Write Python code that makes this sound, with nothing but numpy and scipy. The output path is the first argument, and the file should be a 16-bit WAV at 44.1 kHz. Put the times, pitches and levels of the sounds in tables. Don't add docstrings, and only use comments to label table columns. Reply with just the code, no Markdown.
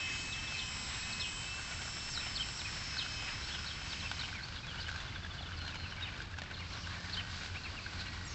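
import sys
import numpy as np
from scipy import signal
from scipy.io import wavfile
from scipy.ndimage import uniform_filter1d, map_coordinates

SR = 44100
rng = np.random.default_rng(int(sys.argv[2]) if len(sys.argv) > 2 else 0)


def bounce(signal):
    frames = np.transpose(np.atleast_2d(signal))
    limited = np.clip(frames, -1, 1)
    pcm = np.round(limited * 32767).astype(np.int16)
    wavfile.write(sys.argv[1], SR, pcm)


def field_ratio(decibels):
    return 10 ** (np.asarray(decibels, dtype=float) / 20)


N = 367980


def unit(x):
    return x / np.sqrt(np.mean(x ** 2))


def curves(table):
    s, *columns = np.transpose(table)
    return [np.interp(np.arange(N) / SR, s, c, right=c[-1]) for c in columns]


def beam(t0, t1, in_db, before_db, after_db, edge_s):
    t = np.arange(N) / SR
    step_on = .5 + .5 * np.tanh((t - t0) / edge_s)
    step_off = .5 + .5 * np.tanh((t - t1) / edge_s)
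    return before_db + (in_db - before_db) * step_on + (after_db - in_db) * step_off


def walk(rate_hz):
    held = 1.2 * rng.standard_normal(1100)
    return np.interp(np.arange(N) * (rate_hz / SR), np.arange(len(held)), held)


def band(x, hz, width_hz):
    return signal.lfilter(*signal.iirpeak(hz, hz / width_hz, fs=SR), x)


def steep_band(x, hz, width_hz):
    return band(band(x, hz, width_hz), hz, width_hz)


def hiss(hz, width_hz):
    return unit(steep_band(rng.standard_normal(N), hz, width_hz))


def add(out, s, piece):
    i = int(s * SR)
    out[i:i + len(piece)] += piece[:N - i]


def shaft_hz():
    # t/s, shaft speed f/Hz
    speed = [(0, 259.3), (.3, 258.4), (.55, 260.5), (.7, 255.8), (1.05, 254.8), (1.42, 256.7),
             (1.67, 259.5), (1.87, 261.8), (2.03, 266), (2.66, 263.3), (2.86, 262), (2.97, 257.3),
             (3.3, 255), (3.63, 255.8), (3.69, 262.3), (3.97, 260), (4.17, 255), (4.45, 246.3)]
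    # t/s, rise/s, sag/s, gain f/Hz
    surges = [
        (.3, .07, .18, 3.5),
        (1.05, 0.039, .14, 3),
        (1.42, .14, .11, 7.5),
        (1.67, .09, .11, 2),
        (2.2, .13, 0.13, -2),
        (3.06, .04, .12, 2.4),
        (3.3, .11, .18, 7.5),
        (3.97, .11, .09, 4),
    ]
    t = np.arange(N) / SR
    hz = curves(speed)[0]
    for s, rise_s, sag_s, gain_hz in surges:
        hump = np.interp(t, [s, s + rise_s, s + rise_s + sag_s], [0, 1, 0])
        hz = hz + gain_hz * np.sin(np.pi / 2 * hump)
    return hz


def commutator(turn, coast_db):
    # t/s, level/dB
    tenth_level = [(0, -43), (.2, -48.5), (.55, -48.5), (.67, -52.5), (.93, -56), (1.03, -45), (1.1, -50),
                   (1.27, -46.5), (1.4, -55.5), (1.52, -47), (1.66, -54.5), (1.86, -59), (2.03, -52.5),
                   (2.2, -61), (2.86, -63), (2.96, -51.5), (3.3, -50), (3.38, -61)]
    # multiple, early level/dB, late level/dB
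    orders = [(3, -18, -18), (4, -9, -19), (7, -11, -18), (8, -6, -16), (11, -16, -12), (12, -7, -13),
              (15, -11, -17), (17, -12, -17), (23, -10, -13), (24, -15, -13), (25, -12, -16),
              (26, -14, -15), (27, -19, -21), (28, -16, -21), (29, -9, -18), (31, -16, -15), (32, -16, -22),
              (21, -11, -13)]
    base_db = -52
    strong_db = [(10, curves(tenth_level)[0]),
                 (20, beam(1.8, 3.35, in_db=-51.5, before_db=-58, after_db=-57, edge_s=.25) + coast_db),
                 (30, beam(.66, 1.46, in_db=-57, before_db=-66, after_db=-67, edge_s=.066) + coast_db)]
    out = np.zeros(N)
    for k, db in strong_db:
        out += field_ratio(db + 4.5 + 1.3 * walk(15)) * np.sin(k * turn)
    turned = np.clip((np.arange(N) / SR - 1.2) / .33, 0, 1)
    for k, early_db, late_db in orders:
        db = base_db + early_db + (late_db - early_db) * turned + coast_db / 2
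        db = db + 2.5 * walk(3) + 1.5 * walk(25)
        out += field_ratio(db) * np.sin(k * turn + k * k)
    return out


def brushes(turn):
    # t from/s, t to/s, level in beam/dB, level before/dB, level after/dB
    brush_beams = [
        (0.15, 1.63, -45.5, -43.5, -49),
        (1.1, 3.6, -50.5, -49, -53.5),
        (0.6, 2.8, -55, -59, -67),
    ]
    # f/Hz, width f/Hz, level/dB
    hull = [
        [(2240, 1180, -6.5), (3060, 150, -8), (3900, 690, -12.5)],
        [(5450, 470, -3), (6500, 1800, -11)],
        [(7560, 650, 0), (8280, 420, -4)],
    ]
    scrape_db, wear_per_s = -6, 3.5
    beat = 1 + .5 * np.sin(turn)
    bumps = rng.standard_normal((40, 128))
    place = [np.arange(N) / SR * wear_per_s, turn / (2 * np.pi) % 1 * bumps.shape[1]]
    scrape = map_coordinates(bumps, place, order=1, mode="grid-wrap")
    out = np.zeros(N)
    for row, modes in zip(brush_beams, hull):
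        register = np.zeros(N)
        for hz, width_hz, mode_db in modes:
            ring = beat * hiss(hz, width_hz) + field_ratio(scrape_db) * unit(steep_band(scrape, hz, width_hz))
            register += field_ratio(mode_db + 1.5 * walk(9)) * ring
        out += field_ratio(beam(*row, edge_s=.13) - 1) * register
    return out


def motor():
    throttle_off_s, coast_db_per_s = 4.1, -70
    t = np.arange(N) / SR
    turn = 2 * np.pi * np.cumsum(shaft_hz() * (1 + .00049 * walk(60))) / SR
    coast_db = coast_db_per_s * np.clip(t - throttle_off_s, 0, 1)
    running = np.clip((4.47 - t) / .14, 0, 1)
    return (commutator(turn, coast_db) + brushes(turn)) * running


def ripples():
    # t/s, peak level/dB, ring f/Hz
    plips = [(.5222, -41, 1400), (2.4095, -41, 1440), (2.969, -32.5, 1534), (3.0627, -36, 1480),
             (4.2345, -37, 1554), (4.328, -36, 1510), (4.7117, -42.5, 1620), (4.745, -41, 1540),
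             (4.796, -40, 1510), (4.89, -30, 1550), (5.1592, -35, 1580), (5.247, -37, 1640),
             (5.5182, -38.5, 1560), (5.9226, -38, 1600), (6.0222, -41, 1520), (6.189, -42, 1530),
             (6.34, -37, 1680), (6.385, -48, 1470), (7.209, -40, 1440), (7.863, -33.5, 1560),
             (8.176, -42, 1510), (8.2113, -40.5, 1510), (6.203, -33.5, 1570), (2.175, -32, 1425),
             (5.408, -42, 720), (5.429, -47.5, 750)]
    # t/s, peak level/dB, ring f/Hz
    laps = [(1.5422, -39.5, 1522), (1.7912, -38, 1450), (2.6847, -39, 1480), (3.1527, -42, 1470),
            (3.3078, -41, 1640), (3.5492, -39, 1500), (4.0531, -40, 1550), (4.3898, -36, 1550),
            (4.5688, -42, 1490), (4.6666, -40, 1670), (5.2219, -42, 1670), (5.3366, -46, 1500),
            (5.4883, -42, 1480), (5.6635, -40, 1720), (5.7232, -40, 1670), (5.7427, -40, 1520),
            (5.8639, -39, 1530), (6.0096, -38, 1600), (6.156, -43, 1510), (6.3703, -41, 1570),
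            (6.918, -45, 1720), (7.375, -41, 1600), (7.5521, -41, 1520), (6.5121, -40, 1550),
            (6.8708, -37, 1550), (7.7526, -40, 1480), (7.9721, -40, 1520), (8.0819, -43, 1500),
            (8.1283, -44, 1440), (8.2699, -40, 1930), (4.2133, -40, 1500), (4.408, -37, 1550),
            (4.683, -40, 1500), (4.7765, -41, 1550), (5.1242, -39, 2100), (5.262, -39, 1700),
            (5.8336, -42, 1550), (5.9823, -40, 1600), (6.5759, -43, 1550), (6.7745, -39, 1550),
            (6.9491, -40, 1600), (6.967, -41, 1550), (7.0419, -42, 1550), (7.2988, -41, 1550),
            (7.4988, -40, 1520), (7.642, -40, 1550), (7.7887, -42, 1500), (8.0645, -39, 1520),
            (7.388, -41, 1600), (7.415, -40, 2400)]
    # t/s, peak level/dB, ring f/Hz
    splashes = [(1.6759, -45, 1466), (1.855, -42.5, 1450), (2.4863, -40.5, 1480), (2.6163, -38, 1496),
                (3.024, -41, 1448), (3.2224, -39.5, 1430), (3.931, -39, 1511), (4.114, -34, 1490),
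                (6.7355, -43, 1540), (7.096, -41.5, 1663), (8.008, -42, 1540), (6.385, -38.5, 1500),
                (6.418, -38.5, 1800), (6.435, -45, 1600), (6.217, -44, 1500), (4.667, -45, 1600),
                (6.872, -41, 1550), (6.512, -46, 1500), (6.605, -46, 1550), (6.176, -45, 1500),
                (6.222, -45, 1500), (3.59, -39.5, 1554), (5.002, -42.5, 1900), (7.444, -43, 1600),
                (7.46, -43, 1520), (6.143, -56, 1500), (6.177, -48, 1580), (.522, -42.5, 866),
                (2.267, -43, 720), (4.041, -44, 1060), (4.791, -44, 749), (7.002, -47, 726),
                (8.146, -54, 1010)]
    plip_spit_db, splash_spit_db = -13, 2.5
    a, b, c, d = rng.random((2200, 4)).T
    small = np.transpose([8.3 * a, -58 - 3.6 * np.log(b + .02), 1530 * 2 ** (.22 * (c - .5)), -7 + 11 * d])
    bunching_db = 2.2 * walk(6) + 1.6 * walk(25)
    small[:, 1] += bunching_db[(small[:, 0] * SR).astype(int)]
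    small[:, 1] -= 1.7 * (small[:, 0] < 1.4)
    rows = [(*row, plip_spit_db) for row in plips]
    rows += [(s, db - 2, hz, plip_spit_db) for s, db, hz in laps]
    rows += [(*row, splash_spit_db) for row in splashes]
    s, db, hz, spit_db = np.vstack([rows, small]).T[:, :, None]
    t = np.arange(int(.02 * SR)) / SR
    ring = np.sin(2 * np.pi * hz * t) * (1 - np.exp(-t / .0004)) * np.exp(-(t / .0045) ** 1.3)
    noise = rng.standard_normal(ring.shape)
    spit = steep_band(noise, 2700, 2700) + field_ratio(1) * band(noise, 900, 550)
    spit = spit * np.exp(-t / .0044)
    out = np.zeros(N)
    for when, piece in zip(s[:, 0], field_ratio(db + 2) * (ring + field_ratio(spit_db + 5.5) * spit)):
        add(out, when, piece)
    return out


def engine():
    # t/s, firing rate f/Hz, swell level/dB
    firing = [(0, 70, -3), (3.4, 73, -2), (4.15, 78, 1), (4.8, 82, -1), (5.1, 84, 1), (5.35, 84, -4),
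              (5.6, 84, 1), (6.1, 86, 1), (6.5, 85, -3), (7.2, 88, 4), (7.55, 88, -3), (8.34, 91, -1)]
    hz, swell_db = curves(firing)
    turn = 2 * np.pi * np.cumsum(hz + 1.5 * walk(9)) / SR
    tone = field_ratio(2.2 * walk(12)) * np.sin(turn)
    octave = field_ratio(-12 + 3.3 * walk(5)) * np.sin(2 * turn)
    return unit(field_ratio(swell_db) * (tone + octave))


def traffic():
    drone_db = beam(3.5, 7, in_db=-46, before_db=-62.5, after_db=-47, edge_s=.6)
    return field_ratio(drone_db - 3.5) * (.6 * hiss(84, 26) + .72 * engine())


def park():
    # t/s, level/dB
    gust = [(0, -49.5), (.83, -48.5), (1.5, -49.5), (2.5, -48.5), (4.16, -49.5), (4.48, -52.5),
            (4.85, -51.5), (5.2, -54.5), (5.5, -54.5), (5.9, -53.5), (6.2, -53), (6.3, -57), (6.5, -55),
            (6.74, -49.5), (7.0, -50), (7.35, -52), (7.9, -50.5), (8.34, -50.5)]
    # f/Hz, density level/dB per Hz
    air_spectrum = [(12, -39), (20, -5), (91, 0), (445, -21), (719, -19.5), (879, -18), (1130, -15),
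                    (1320, -18.5), (1530, -13.5), (1830, -17.5), (2670, -13.5), (3030, -23), (4100, -25.5),
                    (7500, -58.5), (8300, -44.5), (10800, -78.5), (18300, -120)]
    rustle_db = curves(gust)[0]
    hz_points, db_points = np.transpose(air_spectrum)
    swell_db = .7 * walk(11) + 1.9 * walk(45)
    swell_db = swell_db + .4 * (rustle_db + 52)
    air = np.zeros(N)
    for hz in 22 * 2 ** np.arange(0, 8.7, 1 / 3):
        db = np.interp(np.log(hz), np.log(hz_points), db_points) + 10 * np.log10(hz)
        air += field_ratio(db + swell_db * min(hz / 1500, 1) + walk(8)) * hiss(hz, hz / 3)
    late_treble_db = -24 + beam(6.7, 9, in_db=7, before_db=0, after_db=0, edge_s=.1)
    leaves = hiss(4270, 2300) + field_ratio(late_treble_db) * hiss(7500, 1300)
    leaves = leaves * field_ratio(rustle_db - 2.5 + 1.2 * walk(14))
    return field_ratio(-45.5) * unit(air) + leaves


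def chatter():
    # t/s, length/s, centre f/Hz, width f/Hz, level/dB
    patches = [(0, .2, 2150, 600, -52), (0, .33, 300, 150, -60), (4.545, .055, 3900, 900, -53),
               (7.25, .28, 4200, 3000, -51.5), (4.62, .06, 3800, 500, -56), (3.0, .06, 3150, 500, -54),
               (2.24, .06, 3000, 600, -53), (4.22, .05, 2900, 700, -50), (1.23, .07, 3100, 500, -52),
               (3.68, .05, 3300, 700, -55), (0, 0.4, 6660, 300, -58), (3.498, 0.082, 3200, 1200, -49),
               (7.032, 0.055, 2050, 200.1, -55), (4.79, 0.055, 4200, 1500, -50),
               (4.897, 0.18, 4000, 500, -58), (6.66, 0.26, 5430, 1000, -57),
               (7.082, 0.12, 4300, 1200, -49.5), (7.63, 0.042, 4170, 500, -54),
               (7.78, 0.11, 4400, 900, -56.5), (7.965, 0.09, 4250, 900, -48.5),
               (8.04, 0.077, 4170, 300, -58), (8.258, 0.17, 5600, 500, -55), (8.29, 0.06, 6400, 500, -56.5),
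               (8.24, 0.051, 7500, 401, -58)]
    out = np.zeros(N)
    for s, length_s, hz, width_hz, db in patches:
        noise = rng.standard_normal(SR // 3)[:int(length_s * SR)]
        swell = np.hanning(len(noise)) ** .5
        add(out, s, field_ratio(db + 2) * swell * unit(steep_band(noise, hz, width_hz)))
    return out * field_ratio(1.4 * walk(70))


def birds(notes, rough, edge, warble_hz):
    out, flutter = np.zeros(N), walk(250)
    for s, length_s, a_hz, b_hz, c_hz, db in notes:
        u = np.linspace(-1, 1, int(length_s * SR))
        hz = b_hz + (c_hz - a_hz) / 2 * u + ((a_hz + c_hz) / 2 - b_hz) * u ** 2
        warble = np.resize(flutter[int(s * SR):][:len(u)], len(u))
        hz = hz + warble_hz * warble * abs(c_hz - a_hz) / 1000
        tone = np.sin(2 * np.pi * np.cumsum(hz) / SR)
        add(out, s, field_ratio(db + 4.5) * (1 - u ** 2) ** edge * tone)
    return out * (1 + rough * unit(uniform_filter1d(rng.standard_normal(N), size=90)))


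def glides(rows):
    sag = .52
    return [(s, length_s, a, a + sag * (b - a), b, db) for s, length_s, a, b, db in rows]


def phrases(rows, parts):
    notes = []
    for s, k, db, rest_db in rows:
        for lag_s, length_s, a, b, c, part_db in parts:
            later_db = rest_db * (lag_s > .005)
            notes.append((s + lag_s, length_s, k * a, k * b, k * c, db + part_db + later_db))
    return notes


def sweeps():
    # t/s, length/s, start f/Hz, end f/Hz, level/dB
    sweep_rows = [(.319, 0.03, 4140, 2960, -44.5), (.466, 0.03, 3900, 3050, -47), (.925, .03, 4500, 3580, -49),
                  (1.028, .018, 4000, 3620, -48), (1.005, .025, 4100, 4600, -52), (1.192, .04, 5060, 5400, -45),
                  (1.114, .025, 5100, 3660, -43), (2.095, 0.028, 6280, 6380, -51),
                  (2.115, .028, 6370, 5450, -47.5), (2.133, 0.039, 5270, 3900, -46),
                  (2.165, 0.025, 3952, 3820, -41), (2.183, 0.021, 3770, 4020, -43.5), (2, 0.016, 4000, 2900, -49),
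                  (2.202, .016, 4050, 3000, -49), (2.998, .028, 3380, 2950, -45), (3.022, .016, 2900, 2500, -48),
                  (4.575, .024, 2950, 3700, -53), (2.558, .025, 5500, 5800, -52), (2.645, .025, 3150, 3200, -50),
                  (2.58, 0.045, 5500, 2800, -45.5), (3.422, .035, 3780, 4300, -52), (3.465, .02, 4100, 4600, -51),
                  (3.485, 0.018, 4600, 4100, -48.5), (3.536, 0.05, 3500, 2600, -52),
                  (3.89, 0.02, 5050, 4400, -51), (3.905, .02, 4700, 4400, -51), (3.922, 0.018, 4100, 3450, -46),
                  (3.94, .014, 2950, 2500, -51), (3.99, .028, 4700, 3550, -49), (4.02, .018, 3550, 3050, -48),
                  (4.335, 0.07, 2480, 1980, -48), (4.543, 0.029, 5100, 2900, -54), (4.672, 0.06, 3680, 2930, -48),
                  (4.422, .028, 4080, 4780, -47.5), (4.815, 0.022, 5100, 3000, -50), (4.8, .018, 4400, 5250, -46),
                  (4.21, .03, 2200, 2550, -50), (4.285, 0.055, 5100, 4850, -60), (2.672, .03, 2250, 1700, -52),
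                  (4.09, .02, 5000, 4400, -52),
                  (5.41, 0.032, 4700, 3270, -51.5), (5.564, 0.026, 5600, 4300, -54),
           (5.717, 0.048, 2900, 2250, -51), (5.8, .03, 3200, 2900, -56), (7.632, .012, 4500, 3900, -50),
           (7.205, .012, 3100, 2500, -48), (5.831, 0.055, 3080, 2480, -51), (6, 0.064, 3100, 2450, -52),
           (6.052, 0.045, 3300, 2350, -48), (6.528, 0.035, 4500, 3100, -51), (6.536, .018, 4280, 4200, -52),
           (6.565, .017, 4420, 3800, -51), (6.578, .017, 3800, 4600, -53), (6.59, .025, 2830, 2900, -51),
           (6.727, .02, 4440, 3900, -49), (6.75, 0.045, 4720, 2900, -54), (6.832, .02, 3230, 2720, -50),
           (6.844, .02, 2700, 3340, -53), (8.056, .025, 2330, 2240, -50), (5.898, 0.017, 5830, 5330, -57),
           (8.062, .035, 3150, 2400, -53), (8.265, .04, 6900, 6500, -57), (8.265, .03, 5800, 5500, -55),
           (5.48, 0.024, 2520, 2350, -64)]
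    return birds(glides(sweep_rows), rough=.36, edge=.6, warble_hz=90)


def peep_notes():
    # t/s, length/s, top f/Hz, level/dB, lean (-1 rising to 1 falling)
    peeps = [(.378, 0.022, 3160, -44, .01), (.541, 0.026, 2474, -45, 0.5), (2.197, 0.031, 2600, -48, 0),
             (2.227, .035, 2650, -47, 0.8), (2.646, 0.031, 2530, -43, 0.5), (2.671, .03, 2036, -53, 3),
             (4.042, 0.038, 2686, -43.5, .3), (4.58, 0.018, 3420, -52, -1.5),
             (4.628, 0.026, 2520, -49.5, 0.5), (4.769, 0.045, 3000, -48, -.3),
             (4.863, 0.015, 2990, -46, 0.5), (5.7, .02, 3780, -54, 1), (5.963, .035, 2300, -49.5, .3),
             (6.018, 0.036, 3780, -41.5, .6), (6.045, .014, 3300, -46, 3), (7.55, 0.046, 2680, -47.5, -1.1),
             (6.601, .035, 2350, -52, 1.6), (7.644, 0.036, 2600, -44.5, 1.5),
             (7.765, 0.035, 2720, -46.5, 1.5), (3.507, 0.039, 3450, -49, -0.5),
             (8.059, 0.037, 2830, -55, 0.5)]
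    notes = []
    for s, length_s, hz, db, lean in peeps:
        depth = .11 * min(length_s / .04, 1.2)
        notes.append((s, length_s, hz * (1 - depth * (1 - lean)), hz, hz * (1 - depth * (1 + lean)), db))
    return notes


def trill_notes():
    trills = [
        (4.994, 7, .0772, 3660, -51),
        (5.299, 1, .076, 3100, -56),
        (5.376, 7, .0752, 3130, -50),
        (5.918, 1, .076, 3130, -50),
    ]
    fall = .91
    return glides([(s + gap_s * k, .026, hz, hz * fall, db)
                   for s, count, gap_s, hz, db in trills for k in range(count)])


def clear_calls():
    # t/s, pitch factor, level/dB, later parts over flick/dB
    finch = [
        (2.352, 1.0, -37.5, 0),
        (7.125, 0.98, -37.5, -3),
    ]
    # delay/s, length/s, start f/Hz, middle f/Hz, end f/Hz, level/dB
    song_parts = [
        (0, 0.022, 3920, 4450, 4880, -4.5),
        (0.009, .025, 4670, 3910, 3020, -2.5),
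        (0.042, .037, 2930, 3180, 2850, 1),
        (0.077, 0.016, 2780, 2600, 2420, -9.5),
    ]
    notes = phrases(finch, song_parts) + peep_notes() + trill_notes()
    return birds(notes, rough=.22, edge=.6, warble_hz=40)


def sparrow():
    # t/s, pitch factor, level/dB, drop and tail over flick/dB
    chirp_times = [
        (0.573, 0.96, -43.5, 3),
        (1.193, 0.92, -41, 2),
        (2.968, 0.99, -39.5, 0),
        (3.66, 1, -42.5, -1),
        (4.19, 0.98, -38, -4),
        (4.802, 1.1, -51, -1),
    ]
    # delay/s, length/s, start f/Hz, middle f/Hz, end f/Hz, level/dB
    chirp_parts = [
        (0, .018, 3920, 4375, 4530, -3.5),
        (.014, .022, 4390, 3860, 3530, -2),
        (0.04, .03, 3500, 3200, 2850, -6.5),
    ]
    return birds(phrases(chirp_times, chirp_parts), rough=.55, edge=.7, warble_hz=150)


def whistles():
    # t/s, length/s, start f/Hz, end f/Hz, level/dB
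    thin_notes = [
        (5.572, 0.14, 4205, 4150, -55),
        (5.77, 0.07, 4240, 4150, -53.5),
        (5.83, .11, 4160, 4100, -58),
        (6.9, .2, 1700, 1844, -58),
        (7.05, .42, 1865, 1900, -60),
        (7.95, 0.4, 1900, 1935, -62),
        (7.8, 0.1, 2600, 2570, -61),
    ]
    return birds(glides(thin_notes), rough=.5, edge=.4, warble_hz=300)


def trees(x, t60_s):
    t = np.arange(SR // 2) / SR
    tail = rng.standard_normal(len(t)) * np.exp(-np.log(1000) * t / t60_s) * (t > .004)
    return signal.fftconvolve(x, tail / np.sqrt(np.sum(tail ** 2)))[:N]


def scene():
    boat = motor()
    boat = boat + field_ratio(-20) * trees(boat, .3)
    song = sweeps() + clear_calls() + whistles()
    hoarse = sparrow()
    echoes = trees(field_ratio(-11) * song + field_ratio(-6) * hoarse, .39)
    flock = song + hoarse + chatter() + echoes
    return (boat + ripples() + traffic() + park() + flock)[None]


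def band_limit(x):
    return signal.sosfilt(signal.butter(12, 15700, fs=SR, output="sos"), x)


def record(dry):
    droop = signal.sosfilt(signal.cheby1(8, .5, 7730, fs=SR, output="sos"), dry)
    cut = signal.sosfilt(signal.ellip(9, .5, 60, 8340, fs=SR, output="sos"), droop)
    return band_limit(cut + field_ratio(-97) * rng.standard_normal(dry.shape))


dry = scene()
out = record(dry)
bounce(out)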